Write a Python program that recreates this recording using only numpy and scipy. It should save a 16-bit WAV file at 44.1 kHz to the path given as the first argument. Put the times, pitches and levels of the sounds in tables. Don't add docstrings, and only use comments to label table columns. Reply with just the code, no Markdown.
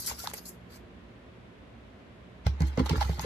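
import sys
import numpy as np
from scipy import signal
from scipy.fft import rfft, irfft
from scipy.io import wavfile
from scipy.ndimage import uniform_filter1d

SR = 44100
rng = np.random.default_rng(int(sys.argv[2]) if len(sys.argv) > 2 else 0)


def to_wav(sig):
    pcm = np.clip(np.atleast_2d(sig), -1, 1) * 32767
    pcm = np.round(pcm).astype(np.int16)
    wavfile.write(sys.argv[1], SR, pcm.T)


N = 143325
T = np.arange(N) / SR

# (frequency [Hz], relative level [dB], decay time T60 [s])
CARD = [(440, 6.5, 0.083), (511.6, 5, 0.046), (652, 3, 0.021), (830.5, 0, 0.037), (876, -4.5, 0.03),
        (1041, 7.5, 0.0083), (1337, 4.5, 0.011), (1503, -0.5, 0.0084), (1675, -3.5, 0.042),
        (2100, -31, 0.0078)]
# (frequency [Hz], likeness [0-1])
LIKENESS = [(60, 0.98), (280, 0.79), (610, 0.25), (1300, 0.014)]


def undb(db):
    return 10 ** (np.asarray(db) / 20)


def along(table, hz):
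    points = np.array(table)
    return np.interp(np.log(np.maximum(hz, 1)), np.log(points[:, 0]), points[:, 1])


def shaped(x, colour):
    gain = undb(along(colour, np.fft.rfftfreq(N, 1 / SR)))
    y = irfft(rfft(x) * gain, N)
    return y / np.sqrt(np.mean(y ** 2))


def ring(x, hz, t60):
    radius = np.exp(-np.log(1000) / (t60 * SR))
    angle = 2 * np.pi * hz / SR
    return signal.lfilter([0, radius * np.sin(angle)], [1, -2 * radius * np.cos(angle), radius ** 2], x)


def walk(rate):
    step = int(SR / rate)
    held = np.repeat(rng.standard_normal(N // step + 1), step)
    return 1.37 * uniform_filter1d(uniform_filter1d(held, step), step)[:N]


def near(hz, struck_hz, reach):
    return np.exp(-.5 * (np.log2(hz / struck_hz) / max(reach, .1)) ** 2)


def pair(a, b):
    shared, port_lag_s = 0.057, .0005
    late = np.roll(a, int(port_lag_s * SR))
    return np.array([a, np.sqrt(shared) * late + np.sqrt(1 - shared) * b])


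def room_tone():
    # (frequency [Hz], relative level [dB])
    room_colour = [(15, -66), (25, -29), (40, -18.5), (54, 4), (91, -6.5), (121, -6.5), (146, -13),
                   (166, -9), (234, -5.5), (320, -16), (356, -11.5), (514, -14), (635, -14), (847, -22),
                   (1050, -19), (1130, -21.5), (1860, -23), (3400, -29.5), (5200, -41), (13400, -56.5)]
    # (multiple of the fundamental [-], central level [dB rms])
    hum_harmonics = [(1, -65.5), (2, -64), (3, -66), (4, -71), (5, -70), (6, -71.5)]
    room_db, hum_hz = -50, 59.07

    like = np.clip(along(LIKENESS, np.fft.rfftfreq(N, 1 / SR)), 0, 1)
    mid, side = rfft(rng.standard_normal((2, N)))
    opposed = side * np.sqrt(1 - like) * np.array([[1], [-1]])
    noise = irfft(mid * np.sqrt(1 + like) + opposed, N)

    turn = 2 * np.pi * np.cumsum(hum_hz * (1 + 0.0059 * walk(2.934))) / SR
    hum = 0
    for multiple, level_db in hum_harmonics:
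        gain = undb(level_db + 4.4 * walk(6.8)) * np.sqrt(2)
        hum = hum + gain * np.sin(multiple * turn + 2 * np.pi * rng.random())
    return undb(room_db + 0.278 * walk(0.84)) * shaped(noise, room_colour) + hum


def friction(curve, colour, grain_db, grain_rate, waver_db, mids_below_hz):
    between_db, waver_rate = -7, 55
    t, level_db, mids_db = np.array(curve).T
    grains = pair(*(undb(grain_db * walk(grain_rate)) * rng.standard_normal((2, N))))
    hz = np.maximum(np.fft.rfftfreq(N, 1 / SR), 1)

    modes = sum(1 / (1 + (2 * np.pi * (hz - f) * t60 / np.log(1000)) ** 2) for f, _, t60 in CARD)
    above = np.clip(hz / CARD[-1][0] - 1, 0, 1)
    spectrum = rfft(shaped(grains, colour)) * np.sqrt(undb(between_db) ** 2 + modes + above)

    out = 0
    for centre in 400 * 2. ** (np.arange(53) / 10):
        band = np.cos(np.pi / 2 * np.clip(10 * np.log2(hz / centre), -1, 1)) ** 2
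        tilt_db = np.interp(T, t, mids_db) / (1 + (centre / mids_below_hz) ** 4)
        band_waver_db = waver_db * np.clip(walk(waver_rate), -2.5, 1.3)
        out = out + undb(tilt_db + band_waver_db) * irfft(spectrum * band, N)
    after_db = level_db[-1] if t[-1] > 3 else -120
    return out * undb(np.interp(T, t, level_db, left=-120, right=after_db))


def light_rubbing():
    # (time [s], drive level [dB], mids against the treble [dB])
    rub_curve = [(0, -38.5, -8), (.016, -42.5, -13), (.058, -43.5, 1.5), (.063, -30, -19),
                 (.08, -34.5, -3.5), (.1, -37.5, 3.5), (.122, -43, 11.5), (.13, -50, 9), (.165, -52, -5),
                 (.187, -47, 4), (.193, -40, -4), (.22, -47, 2), (.25, -47, 8), (.262, -52.5, 22),
                 (.282, -53, 9), (.3, -47.5, 9), (.325, -67, 6), (.345, -55.5, 21), (.362, -51, 0),
                 (.378, -45.5, 3), (.394, -52.5, 10), (.402, -61, -11), (.451, -59.5, -12),
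                 (.456, -41.5, -12), (.47, -45.5, -14), (.49, -43, -35), (.515, -61, -22), (.545, -70, -16),
                 (.6, -83, 0), (.68, -86, -4), (.705, -64, 14), (.74, -59, 9.5), (.772, -58.5, 9),
                 (.782, -72, 5), (.84, -93, 0)]
    # (frequency [Hz], relative level [dB])
    rub_colour = [(600, -14.5), (1200, -10.5), (2800, -11.5), (3700, -10), (4700, -1.5), (5800, -6.5),
                  (7400, -4.5), (8600, -11), (11000, -5), (12700, -2.5), (13300, -18), (13700, -53)]
    return friction(rub_curve, rub_colour, grain_db=1.4, grain_rate=900, waver_db=4.1, mids_below_hz=3600)


def fur_brushing():
    # (time [s], drive level [dB])
    fur_curve = [(2.59, -82), (2.602, -63), (2.622, -56), (2.638, -69), (2.662, -69), (2.672, -55.5),
                 (2.724, -79), (2.766, -72), (2.776, -73), (2.784, -73), (2.794, -61), (2.84, -74),
                 (2.862, -45.5), (2.882, -71), (2.894, -58), (2.944, -68), (2.968, -53), (2.994, -61),
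                 (3.01, -56), (3.066, -57.5), (3.188, -64.5), (3.194, -53), (3.204, -67), (3.212, -42.5),
                 (3.244, -58), (3.25, -52)]
    # (frequency [Hz], relative level [dB])
    fur_colour = [(4500, -30), (6500, 7), (8200, -2), (10500, 0), (12600, 4.5), (13300, -30), (13700, -40)]
    curve = [(t, level_db, 0) for t, level_db in fur_curve]
    return friction(curve, fur_colour, grain_db=2.5, grain_rate=540, waver_db=3., mids_below_hz=3000)


def rasp():
    # (time [s], drive level [dB], mids against the treble [dB])
    rasp_curve = [(2.44, -72, 6.5), (2.463, -44.5, -7), (2.468, -36.5, 7), (2.495, -49.5, -11),
                  (2.53, -60, -1), (2.6, -61.5, 5), (2.606, -46.5, 3), (2.63, -51, 5.5), (2.645, -51, 0),
                  (2.675, -41.5, -13), (2.71, -57.5, 2.5), (2.77, -57.5, 1.5), (2.778, -43.5, 5),
                  (2.79, -38.5, -6), (2.8, -35.5, -0.5), (2.825, -53, 0), (2.855, -56, 8.5),
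                  (2.861, -33, -11), (2.885, -49.5, 1), (2.897, -37.5, 2), (2.925, -37.5, -7.5),
                  (2.95, -47.5, 3), (2.958, -41, -1.5), (2.995, -46.5, -4), (3.01, -32.5, -5),
                  (3.025, -35.5, -6.5), (3.05, -44, -3), (3.09, -46, -4.5), (3.1, -43, -3.5),
                  (3.15, -45.5, -14.5), (3.188, -49.5, 3.5), (3.2, -43.5, -2), (3.212, -41.5, -7.5),
                  (3.25, -42, 0.5)]
    # (frequency [Hz], relative level [dB])
    rasp_colour = [(300, -41.5), (600, -12.5), (850, 8.5), (1350, 0.5), (2300, 1), (4000, -5), (5300, -8),
                   (6500, -15.5), (8500, -22), (12500, -45)]
    return friction(rasp_curve, rasp_colour, grain_db=1.94, grain_rate=600, waver_db=4.9, mids_below_hz=2900)


def taps():
    # (time [s], knock level [dB rms], struck near [Hz], contact time [s],
    #             tick level [dB rms], tick centre [Hz], left over right [dB])
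    claw_taps = [(0.112, -38, 910, 0.0012, -53, 3000, 2), (0.196, -51, 1300, 0.01, -47.5, 4400, -4),
                 (0.2365, -44, 780, 0.0029, -53, 3940, 0), (.244, -44.5, 785, 0.0022, -51, 6000, 0),
                 (0.2724, -34.5, 1140, 0.0017, -30.5, 4020, -1), (.313, -50, 1200, 0.0016, -47, 2510, 0),
                 (0.3353, -43.5, 677, 0.001, -37, 7950, 2), (0.337, -69, 2090, 0.0014, -39.5, 2770, -1.5),
                 (0.339, -66, 910, 0.0032, -38.5, 10300, -11), (0.383, -53.5, 854, 0.0017, -45, 4950, 0),
                 (2.466, -32.5, 716, 0.0021, -37, 4320, -2.5), (2.467, -49, 1710, 0.0024, -49.5, 9100, -1),
                 (2.604, -41.5, 554, 0.0035, -46, 5740, -3.5), (2.619, -44.5, 820, 0.0032, -43.5, 5230, 4),
                 (2.773, -29.5, 554, 0.0042, -48, 5230, -3.5), (2.776, -43.5, 1170, .0015, -62, 3000, 8),
                 (2.782, -38.5, 940, .002, -60, 3000, 6), (2.793, -39, 1070, 0.0031, -43, 2210, 1),
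                 (2.799, -33, 524, 0.0071, -67, 2960, -4), (2.859, -41, 800, 0.00072, -49, 8000, -3),
                 (2.862, -39, 1010, 0.003, -50, 3920, 0.5), (2.873, -48, 1200, 0.0013, -52, 4000, -8),
                 (2.894, -36, 546, 0.0029, -32, 4100, -5), (2.908, -38.5, 900, 0.002, -48, 3500, -1),
                 (2.930, -35.5, 416, 0.0052, -50, 3370, -1.5), (2.932, -45, 1310, 0.0042, -55, 2700, 0),
                 (2.944, -39, 466, 0.0082, -68, 3500, -4), (2.9557, -37.5, 1440, 0.0016, -52, 2980, -3),
                 (2.977, -43, 810, 0.0022, -48.5, 5100, -2), (3.008, -38.5, 1350, 0.0028, -40, 4000, -5),
                 (3.010, -28, 810, 0.0055, -40.5, 3850, -3), (3.017, -41, 1750, 0.0049, -43.5, 3630, -1),
                 (3.026, -37, 860, 0.0029, -39.5, 2950, -1), (3.047, -48.5, 1290, 0.0071, -54, 4000, -5),
                 (3.093, -35, 660, 0.0018, -51, 4630, -1), (3.129, -49.5, 810, 0.0066, -69, 4040, 1),
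                 (3.177, -49, 684, 0.0025, -61, 11000, -1), (3.194, -35, 885, 0.0019, -36.5, 4950, 4),
                 (3.241, -36, 490, 0.0078, -63, 3060, 7)]
    reach_oct, short_contact_s = 0.3, .003
    damped = .6
    detune = 0.025
    out, u = np.zeros((2, N + SR)), T[:SR // 8]

    for t, knock_db, struck_hz, contact, tick_db, tick_hz, pan_db in claw_taps:
        noise = rng.standard_normal((2, len(u)))
        draws = 2 * np.pi * rng.random((len(CARD), 3))
        rise = u / (contact / 2)
        skid = rise * np.exp(1 - rise)
        reach = reach_oct * (short_contact_s / contact) ** 0.53

        knock = 0
        for (f, level_db, t60), (start, side, shift) in zip(CARD, draws):
            f = f * (1 + detune * (shift / np.pi - 1))
            apart = (side - np.pi) * (1 - np.clip(along(LIKENESS, f) + .5, 0, 1))
            drive = skid * np.sin(2 * np.pi * f * u + start + np.array([[0], [apart]]))
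            knock = knock + undb(level_db) * near(f, struck_hz, reach) * ring(drive, f, t60 * damped)
        span = int(2 * contact * SR)
        knock = undb(knock_db) * knock / np.sqrt(np.mean(knock[:, :span + SR // 200] ** 2))

        def tick_band(x, width):
            edges = [tick_hz / width, min(tick_hz * width, .45 * SR)]
            return signal.sosfilt(signal.butter(N=2, Wn=edges, btype="band", fs=SR, output="sos"), x)

        snap = pair(*(skid ** 2 * noise))
        tick = tick_band(snap, 1.336) + undb(-13.5) * tick_band(snap, 4.1)
        tick = undb(tick_db) * tick / np.sqrt(np.mean(tick[:, :span] ** 2, axis=1, keepdims=True))
        a = int(t * SR)
        out[:, a:a + len(u)] += (knock + tick) * undb([[pan_db / 2], [-pan_db / 2]])
    return out[:, :N]


def thumps():
    # (frequency [Hz], relative level [dB], decay time T60 [s])
    wall_modes = [(69.04, 4.5, 0.43), (89, -2, 0.09)]
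    # (frequency [Hz], relative level [dB], decay time T60 [s])
    panel_modes = [(104.3, -1.5, 0.152), (158.9, 3, 0.093), (202, -13.5, 0.18), (258.4, 1.5, 0.083),
                   (322.7, 0.5, 0.18)]
    # (time [s], wall drive [dB], panel drive [dB], panels struck near [Hz])
    paw_thumps = [(0.118, -44.5, -66, 126), (0.265, -52, -43, 160), (2.467, -21.5, -16, 121),
                  (2.608, -32.5, -19, 176), (2.620, -25, -21, 176), (2.634, -21.5, -26, 327),
                  (2.781, -44, -14.5, 236), (2.8007, -54, -12.5, 250), (2.812, -37, -32, 250),
                  (2.816, -24, -27, 193), (2.909, -36, -21.5, 264), (2.916, -25.5, -19, 165),
                  (2.929, -31.5, -20.5, 320), (2.941, -34, -56, 280), (2.964, -30.5, -27.5, 236),
                  (2.98, -22.5, -42, 191), (3.054, -26.5, -55, 200), (3.098, -26, -21.5, 143),
                  (3.189, -36, -29.5, 195), (3.236, -37, -30.5, 195)]
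    push_s, stop_s = 0.004, 0.0013
    reach_oct, box_lag_s = 0.36, 0.00037

    out = np.zeros(N)
    push = np.hanning(int(push_s * SR) + 3)
    next_times = [row[0] for row in paw_thumps[1:]] + [N / SR]
    for (t, wall_db, panel_db, struck_hz), next_t in zip(paw_thumps, next_times):
        a, b = int(t * SR), int((t - .5 / struck_hz) * SR)
        x = np.zeros(min(SR // 2, N - a))
        x[:len(push)] = push / push.sum()
        stop = np.exp(-np.maximum(T[a:a + len(x)] - next_t, 0) / stop_s)
        wall = sum(undb(d) * ring(x, f, t60) for f, d, t60 in wall_modes)
        panels = sum(undb(d) * near(f, struck_hz, reach_oct) * ring(x, f, t60) for f, d, t60 in panel_modes)
        out[a:a + len(x)] += undb(wall_db) * stop * wall
        out[b:b + len(x)] -= undb(panel_db) * panels
    return np.array([out, np.roll(out, int(box_lag_s * SR))])


def room_echo(box):
    echo_db, echo_t60_s = -10, .16
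    u = T[:SR // 3]
    tail = rng.standard_normal((2, len(u))) * undb(-60 * u / echo_t60_s)
    tail = signal.sosfilt(signal.butter(N=2, Wn=600, btype="high", fs=SR, output="sos"), tail)
    tail = tail / np.sqrt(np.sum(tail[0] ** 2))
    return undb(echo_db) * signal.fftconvolve(box, tail, axes=1)[:, :N]


def scene():
    box = light_rubbing() + fur_brushing() + rasp() + taps() + thumps()
    return room_tone() + room_echo(box) + box


def record(dry):
    # (frequency [Hz], left over right [dB])
    balance = [(60, -1.9), (130, -1.9), (250, -3), (500, -1.3), (1000, 1.1), (2500, -1.4), (7000, 1.9),
               (12000, 1.1)]
    bass_cut_hz, top_hz = 64, 13600
    hz = np.maximum(np.fft.rfftfreq(N, 1 / SR), 1)
    tilt_db = along(balance, hz) / 2
    bass_cut = 1 / np.sqrt(1 + (bass_cut_hz / hz) ** 6)
    wet = irfft(rfft(dry) * undb([tilt_db, -tilt_db]) * bass_cut, N)
    return signal.sosfilt(signal.ellip(8, .2, 70, top_hz, fs=SR, output="sos"), wet)


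dry = scene()
out = record(dry)
to_wav(out)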